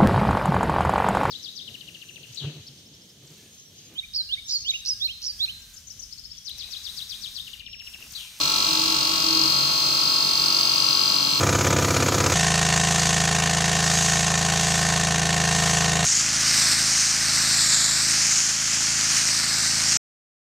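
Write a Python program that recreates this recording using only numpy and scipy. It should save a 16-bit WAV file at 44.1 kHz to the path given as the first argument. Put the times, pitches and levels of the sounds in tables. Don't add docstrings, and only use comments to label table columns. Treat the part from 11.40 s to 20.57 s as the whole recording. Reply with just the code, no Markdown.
import sys
import numpy as np
from scipy import signal
from scipy.fft import rfft, irfft, next_fast_len
from scipy.io import wavfile
from scipy.ndimage import uniform_filter1d, map_coordinates

SR = 44100
rng = np.random.default_rng(int(sys.argv[2]) if len(sys.argv) > 2 else 0)


def decibels_to_gain(level_db):
    exponent = np.asarray(level_db, float) / 20
    return 10 ** exponent


def master_out(mix):
    frames = np.transpose(np.atleast_2d(mix))
    ceiling = np.clip(frames, -1, 1)
    pcm = np.round(ceiling * 32767).astype(np.int16)
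    wavfile.write(sys.argv[1], SR, pcm)


N = 404397

FRAME = 512
LEAD = 4096
# f/Hz, level per Hz/dB
JET_COLOUR = [(30, -48.5), (140, -14), (320, -20), (430, -26), (900, -17), (1500, -8), (2900, -8),
              (4100, -4), (7200, -2), (9200, -12.5), (10300, -23), (12200, -22), (14000, -32.5),
              (15800, -39.5)]


def unit(x):
    return x / np.sqrt(np.mean(x ** 2) + 1e-20)


def along(points, hz):
    f, v = np.transpose(points)
    return np.interp(np.log(hz + 1), np.log(f + 1), v)


def curves(rows, t):
    s, *columns = np.transpose(rows)
    return [np.interp(t, s, column) for column in columns]


def bumps(s, at, half_s):
    at = np.reshape(at, (-1, 1))
    half_s = np.reshape(half_s, (-1, 1))
    return np.exp(-((s - at) / half_s) ** 2)


def filtered(x, response):
    m = next_fast_len(len(x) + SR // 2)
    hz = np.fft.rfftfreq(m, 1 / SR)
    return irfft(rfft(x, m) * response(hz), m)[:len(x)]


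def wobble(n, rate):
    knots = rng.standard_normal(int(n * rate / SR) + 4)
    return map_coordinates(knots, [np.arange(n) * rate / SR])


def rush(t, rows, spectrum, width_hz, grit_db, patchy_db, flutter_db, bright, ground=[(0, 1, 0)]):
    grit = decibels_to_gain(grit_db * wobble(len(t), 1400) + flutter_db * wobble(len(t), 60))
    hz, s, z = signal.stft(grit * rng.standard_normal(len(t)), SR, nperseg=FRAME)
    hz = hz[:, None]
    level_db, peak_hz, peak_db = curves(rows, t[0] + s)
    notch_hz, echo = curves(ground, t[0] + s)

    patches = uniform_filter1d(rng.standard_normal(z.shape), size=8, axis=0)
    patches = uniform_filter1d(patches, size=14, axis=1)
    colour_db = along(spectrum, hz) + patchy_db * unit(patches)
    colour_db += peak_db * np.exp(-((hz - peak_hz) / width_hz) ** 2)
    colour_db += bright * (level_db - level_db.mean()) * np.log2(np.maximum(hz, 700) / 6000)
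    colour_db -= 7 * echo * np.exp(-((hz - notch_hz) / 330) ** 2)

    echo = echo * np.clip(hz / 3000, 0, 1)
    turns = (hz / notch_hz) ** .93
    gain = decibels_to_gain(colour_db) * (1 - np.clip(echo, 0, .9) * np.exp(-2j * np.pi * turns))
    gain /= np.sqrt(np.mean(abs(gain) ** 2, axis=0))
    hiss = signal.istft(z * gain, SR, nperseg=FRAME)[1][:len(t)]
    return decibels_to_gain(curves(rows, t)[0]) * unit(hiss)


def granules(t):
    per_s, level_db, spread_db = 110, -37, 12
    hits = rng.random((2, len(t)))
    size_db = spread_db * rng.random(len(t)) ** 2
    ticks = (hits[0] < per_s / SR) * np.sign(hits[1] - .5) * decibels_to_gain(size_db)
    return decibels_to_gain(level_db) * unit(filtered(ticks, lambda f: decibels_to_gain(along(JET_COLOUR, f))))


def engine(t, speed, order, levels, pipe, shake, blast, blow_s, scatter_db, second_db, wall):
    first, lag_second = order
    cycle = np.cumsum(curves(speed, t)[0]) / SR
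    cycle = cycle - cycle[LEAD] - first
    pulses = np.zeros(len(t))
    for lag, db in [(0, 0), (lag_second, second_db)]:
        fired = np.flatnonzero(np.diff(np.floor(cycle - lag)))
        pulses[fired] = decibels_to_gain(db + scatter_db * rng.standard_normal(len(fired)))

    def chamber(f, c, w):
        return 1.5j * f * w / (c * c - f * f + 1.5j * f * w)

    def modes(f):
        return sum((-1) ** k * decibels_to_gain(db) * chamber(f, c, w) ** 2 for k, (c, w, db) in enumerate(pipe))

    def puff(f):
        return np.exp(-2j * np.pi * f * 0.00058) / (1 + 2j * np.pi * f * blow_s) ** 4

    def bounce(f):
        delay_s, share = wall
        return (1 + share * np.exp(-2j * np.pi * f * delay_s)) / np.hypot(1, share)

    beat = -unit(filtered(pulses, modes))
    for k, db in shake:
        beat += decibels_to_gain(db + 3) * np.sin(2 * np.pi * (round(k) * cycle + rng.random()))
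    opening = filtered(pulses, puff)
    gas = filtered(rng.standard_normal(len(t)), lambda f: decibels_to_gain(along(blast, f)))
    beat_db, blast_db = curves(levels, t)
    direct = decibels_to_gain(beat_db) * beat + decibels_to_gain(blast_db) * unit(opening * gas)
    return filtered(direct, bounce)


def idling(t):
    # t/s, rate/Hz
    idle_speed = [(0.0, 16.87), (0.313, 16.93), (0.627, 16.69), (0.94, 17.14)]
    # t/s, beat/dB, gas blast/dB
    idle_levels = [(0, -22, -28), (0.94, -23, -26)]
    # f/Hz, width/Hz, level/dB
    idle_pipe = [(97.8, 27.3, 3.5), (146, 19, -11.5), (171.5, 35, -14), (275, 160, -15.5), (342, 22, 2),
                 (425.5, 19, -6), (490, 28.5, -2.5), (548, 39, -11.5), (693, 83, -12.5), (895, 15, -12),
                 (991, 29, -6), (1202, 40, -8.5), (1310, 33, -5.5), (1456, 54, -11.5), (1728, 74, -17.5),
                 (2374, 58, -10)]
    # multiple of the cycle, level against the beat/dB
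    idle_shake = [(4, -27.5), (9, -13.5), (11, -10.5), (15, -16), (17, -17)]
    # f/Hz, level per Hz/dB
    idle_blast = [(60, -37), (150, -19), (500, -7.5), (800, -10), (1300, -6), (1880, -7.5), (2410, -8),
                  (2800, -11), (3300, -11.5), (5900, -10.5), (6700, -3.5), (7800, -12), (9000, -22),
                  (15800, -48)]
    # t/s, level/dB, hiss peak f/Hz, hiss peak/dB
    idle_air = [(0, -27.5, 6630, 3), (0.941, -27, 6610, 0.5)]
    # f/Hz, level per Hz/dB
    idle_rush = [(30, -42), (100, -4.5), (500, -11), (1200, -14), (3000, -22), (6600, -15.5), (8600, -29.5),
                 (11500, -27.5), (15800, -34)]
    chuffs = engine(t, idle_speed, (.095, .378), idle_levels, idle_pipe, idle_shake, idle_blast,
                    blow_s=0.002, scatter_db=0.7, second_db=2.0, wall=(.0074, .3))
    fan = rush(t, idle_air, idle_rush, width_hz=790, grit_db=0.5, patchy_db=1.5, flutter_db=0.5, bright=0)
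    return chuffs + fan


def working(t):
    # t/s, rate/Hz
    work_speed = [(0.95, 27.215), (2.632, 27.25), (3.305, 27.42), (3.641, 27.27), (4.65, 27.0)]
    # t/s, beat/dB, gas blast/dB
    work_levels = [(0.95, -23, -24.5), (2.79, -25, -26), (4.64, -23.5, -26.5)]
    # f/Hz, width/Hz, level/dB
    work_pipe = [(81, 43, -4), (166.9, 22.3, 3.5), (433.7, 18, -13.5), (485.7, 17, -12.5), (712, 98, -4.5),
                 (761, 150, -13.5), (1008, 34, -10), (1075, 52, -14.5), (1536, 51, -10), (1823, 37.4, -1.5),
                 (2223, 60, -16.5), (2340, 45, -30), (2781, 70, -12.5), (3764, 92, -21), (4476, 100, -16)]
    # multiple of the cycle, level against the beat/dB
    work_shake = [(1, -24), (7, -14), (9, -30), (10, -36.5), (12, -22), (14, -27), (25, -34.5), (28, -21),
                  (42, -21)]
    # f/Hz, level per Hz/dB
    work_blast = [(150, -13.5), (450, -29), (720, -12), (900, -16.5), (1050, -3.5), (1400, -5), (1830, 1.5),
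                  (2050, -4), (2750, -2), (4430, -3.5), (5450, -4.5), (6480, 2.5), (9650, -12.5),
                  (15800, -35)]
    # f/Hz, level per Hz/dB
    work_rush = [(30, -40), (150, -3), (300, -12), (700, -4.5), (2000, -8.5), (4000, -6.5), (6400, -3.5),
                 (8400, -8.5), (9700, -21), (12000, -25.5), (15800, -42.5)]
    # t/s, gain/dB
    passes = [
        (0.93, 3.5),
        (1.6, 4),
        (2.62, 6.5),
        (3.33, 4.5),
        (4.3, 5),
    ]
    rattle = engine(t, work_speed, (.435, .381), work_levels, work_pipe, work_shake, work_blast,
                    blow_s=0.0016, scatter_db=0.0, second_db=-0.3, wall=(.0074, .35))
    s = t[::FRAME]
    at, gain_db = np.transpose(passes)
    swell_db = gain_db @ bumps(s, at, .25)
    jet = np.c_[s, -30 + swell_db, 6300 + 39 * swell_db, 1.8 + .3 * swell_db]
    return rattle + rush(t, jet, work_rush, width_hz=1100, grit_db=1.0, patchy_db=1.45,
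                         flutter_db=0.5, bright=0.53)


def spraying(t):
    # t/s, rate/Hz
    far_speed = [(4.655, 26.8), (5.523, 26.99), (5.957, 26.86), (6.391, 26.98), (7.9, 27.0), (8.56, 27.13)]
    # f/Hz, width/Hz, level/dB
    far_pipe = [(54, 27, -1), (77, 42, 3), (159.5, 59, 4), (230, 69, -3.5), (345, 22, -11.5),
                (627, 89, -10.5), (830, 98, -6), (1114, 180, -14), (1720, 1140, -8), (3500, 900, -39)]
    # multiple of the cycle, level against the beat/dB
    far_shake = [(4, -20.5), (9, -15.5), (11, -18.5), (12, -15.5), (14, -21.5), (20, -25), (23, -18.5),
                 (27, -20), (28, -24)]
    # f/Hz, level per Hz/dB
    far_blast = [(300, -32), (800, -11), (1800, -5.5), (3500, -6.5), (6500, -7.5), (9000, -25),
                 (15800, -66)]
    # t/s, loss/dB, half length/s
    lulls = [
        (4.68, 5, 0.13),
        (5.67, 4, 0.12),
        (6.45, 2, 0.2),
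        (7.1, 5.3, 0.31),
        (7.92, 2.9, 0.45),
    ]
    # t/s, gain/dB, half length/s, hiss peak gain/dB
    surges = [(4.72, 4.5, .11, 7), (5.23, 5.5, .22, -1.5), (5.616, 4, 0.15, 2.5), (6.037, 4, 0.19, -0.5),
              (6.347, 5.5, 0.19, 2), (6.724, 3.5, 0.17, 1.5), (6.97, 4, 0.12, 3.5), (7.42, 2, 0.2, 2.5),
              (7.8, 3.5, 0.18, 0.5), (8.241, 2, 0.17, 0.9), (8.57, 5, 0.13, 5)]
    # t/s, drop/Hz, half length/s
    dips = [
        (5.27, 600, 0.25),
        (5.95, 447, 0.36),
        (6.44, 870, 0.31),
        (8.143, 582, 0.38),
    ]
    s = t[::FRAME]
    at, loss_db, half_s = np.transpose(lulls)
    shade_db = loss_db @ bumps(s, at, half_s)
    far = np.c_[s, -37 - shade_db, -42.5 - 1.48 * shade_db]
    drone = engine(t, far_speed, (.195, .38), far, far_pipe, far_shake, far_blast,
                   blow_s=0.00041, scatter_db=0.2, second_db=-3.2, wall=(.0074, .15))

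    at, gain_db, half_s, aim_db = np.transpose(surges)
    surge = bumps(s, at, half_s)
    jet = np.c_[s, -24 + gain_db @ surge, 6870 + 0 * s, 1.5 + aim_db @ surge]

    at, drop_hz, half_s = np.transpose(dips)
    dip_hz = drop_hz @ bumps(s, at, half_s)
    sweep = np.c_[s, 3800 - dip_hz, .27 + .26 * dip_hz / 1000]
    spray = rush(t, jet, JET_COLOUR, width_hz=2000, grit_db=1.5, patchy_db=0.52, flutter_db=0.5,
                 bright=0.14, ground=sweep)
    return drone + spray + granules(t)


def scene():
    changes = [
        0,
        .938,
        4.651,
        8.571,
    ]
    marks = np.round(np.array(changes) * SR).astype(int)
    parts = []
    for place, start, end in zip((idling, working, spraying), marks, marks[1:]):
        t = np.arange(start - LEAD, end) / SR
        parts.append(place(t)[LEAD:])
    mono = np.concatenate(parts + [np.zeros(N - marks[-1])])
    return np.array([mono, mono])


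def top_cut(x):
    return signal.sosfilt(signal.butter(12, 16110, fs=SR, output="sos"), x)


def record(dry):
    def bass_cut(f):
        x = 1j * f / 46
        return (x ** 2 / (1 + 1.2 * x + x ** 2)) ** 2

    heard = filtered(dry[0], bass_cut) * (dry[0] != 0)
    heard = filtered(heard, lambda f: np.clip((15900 - f) / 150, 0, 1))
    return top_cut(np.array([heard, heard]))


dry = scene()
out = record(dry)
master_out(out)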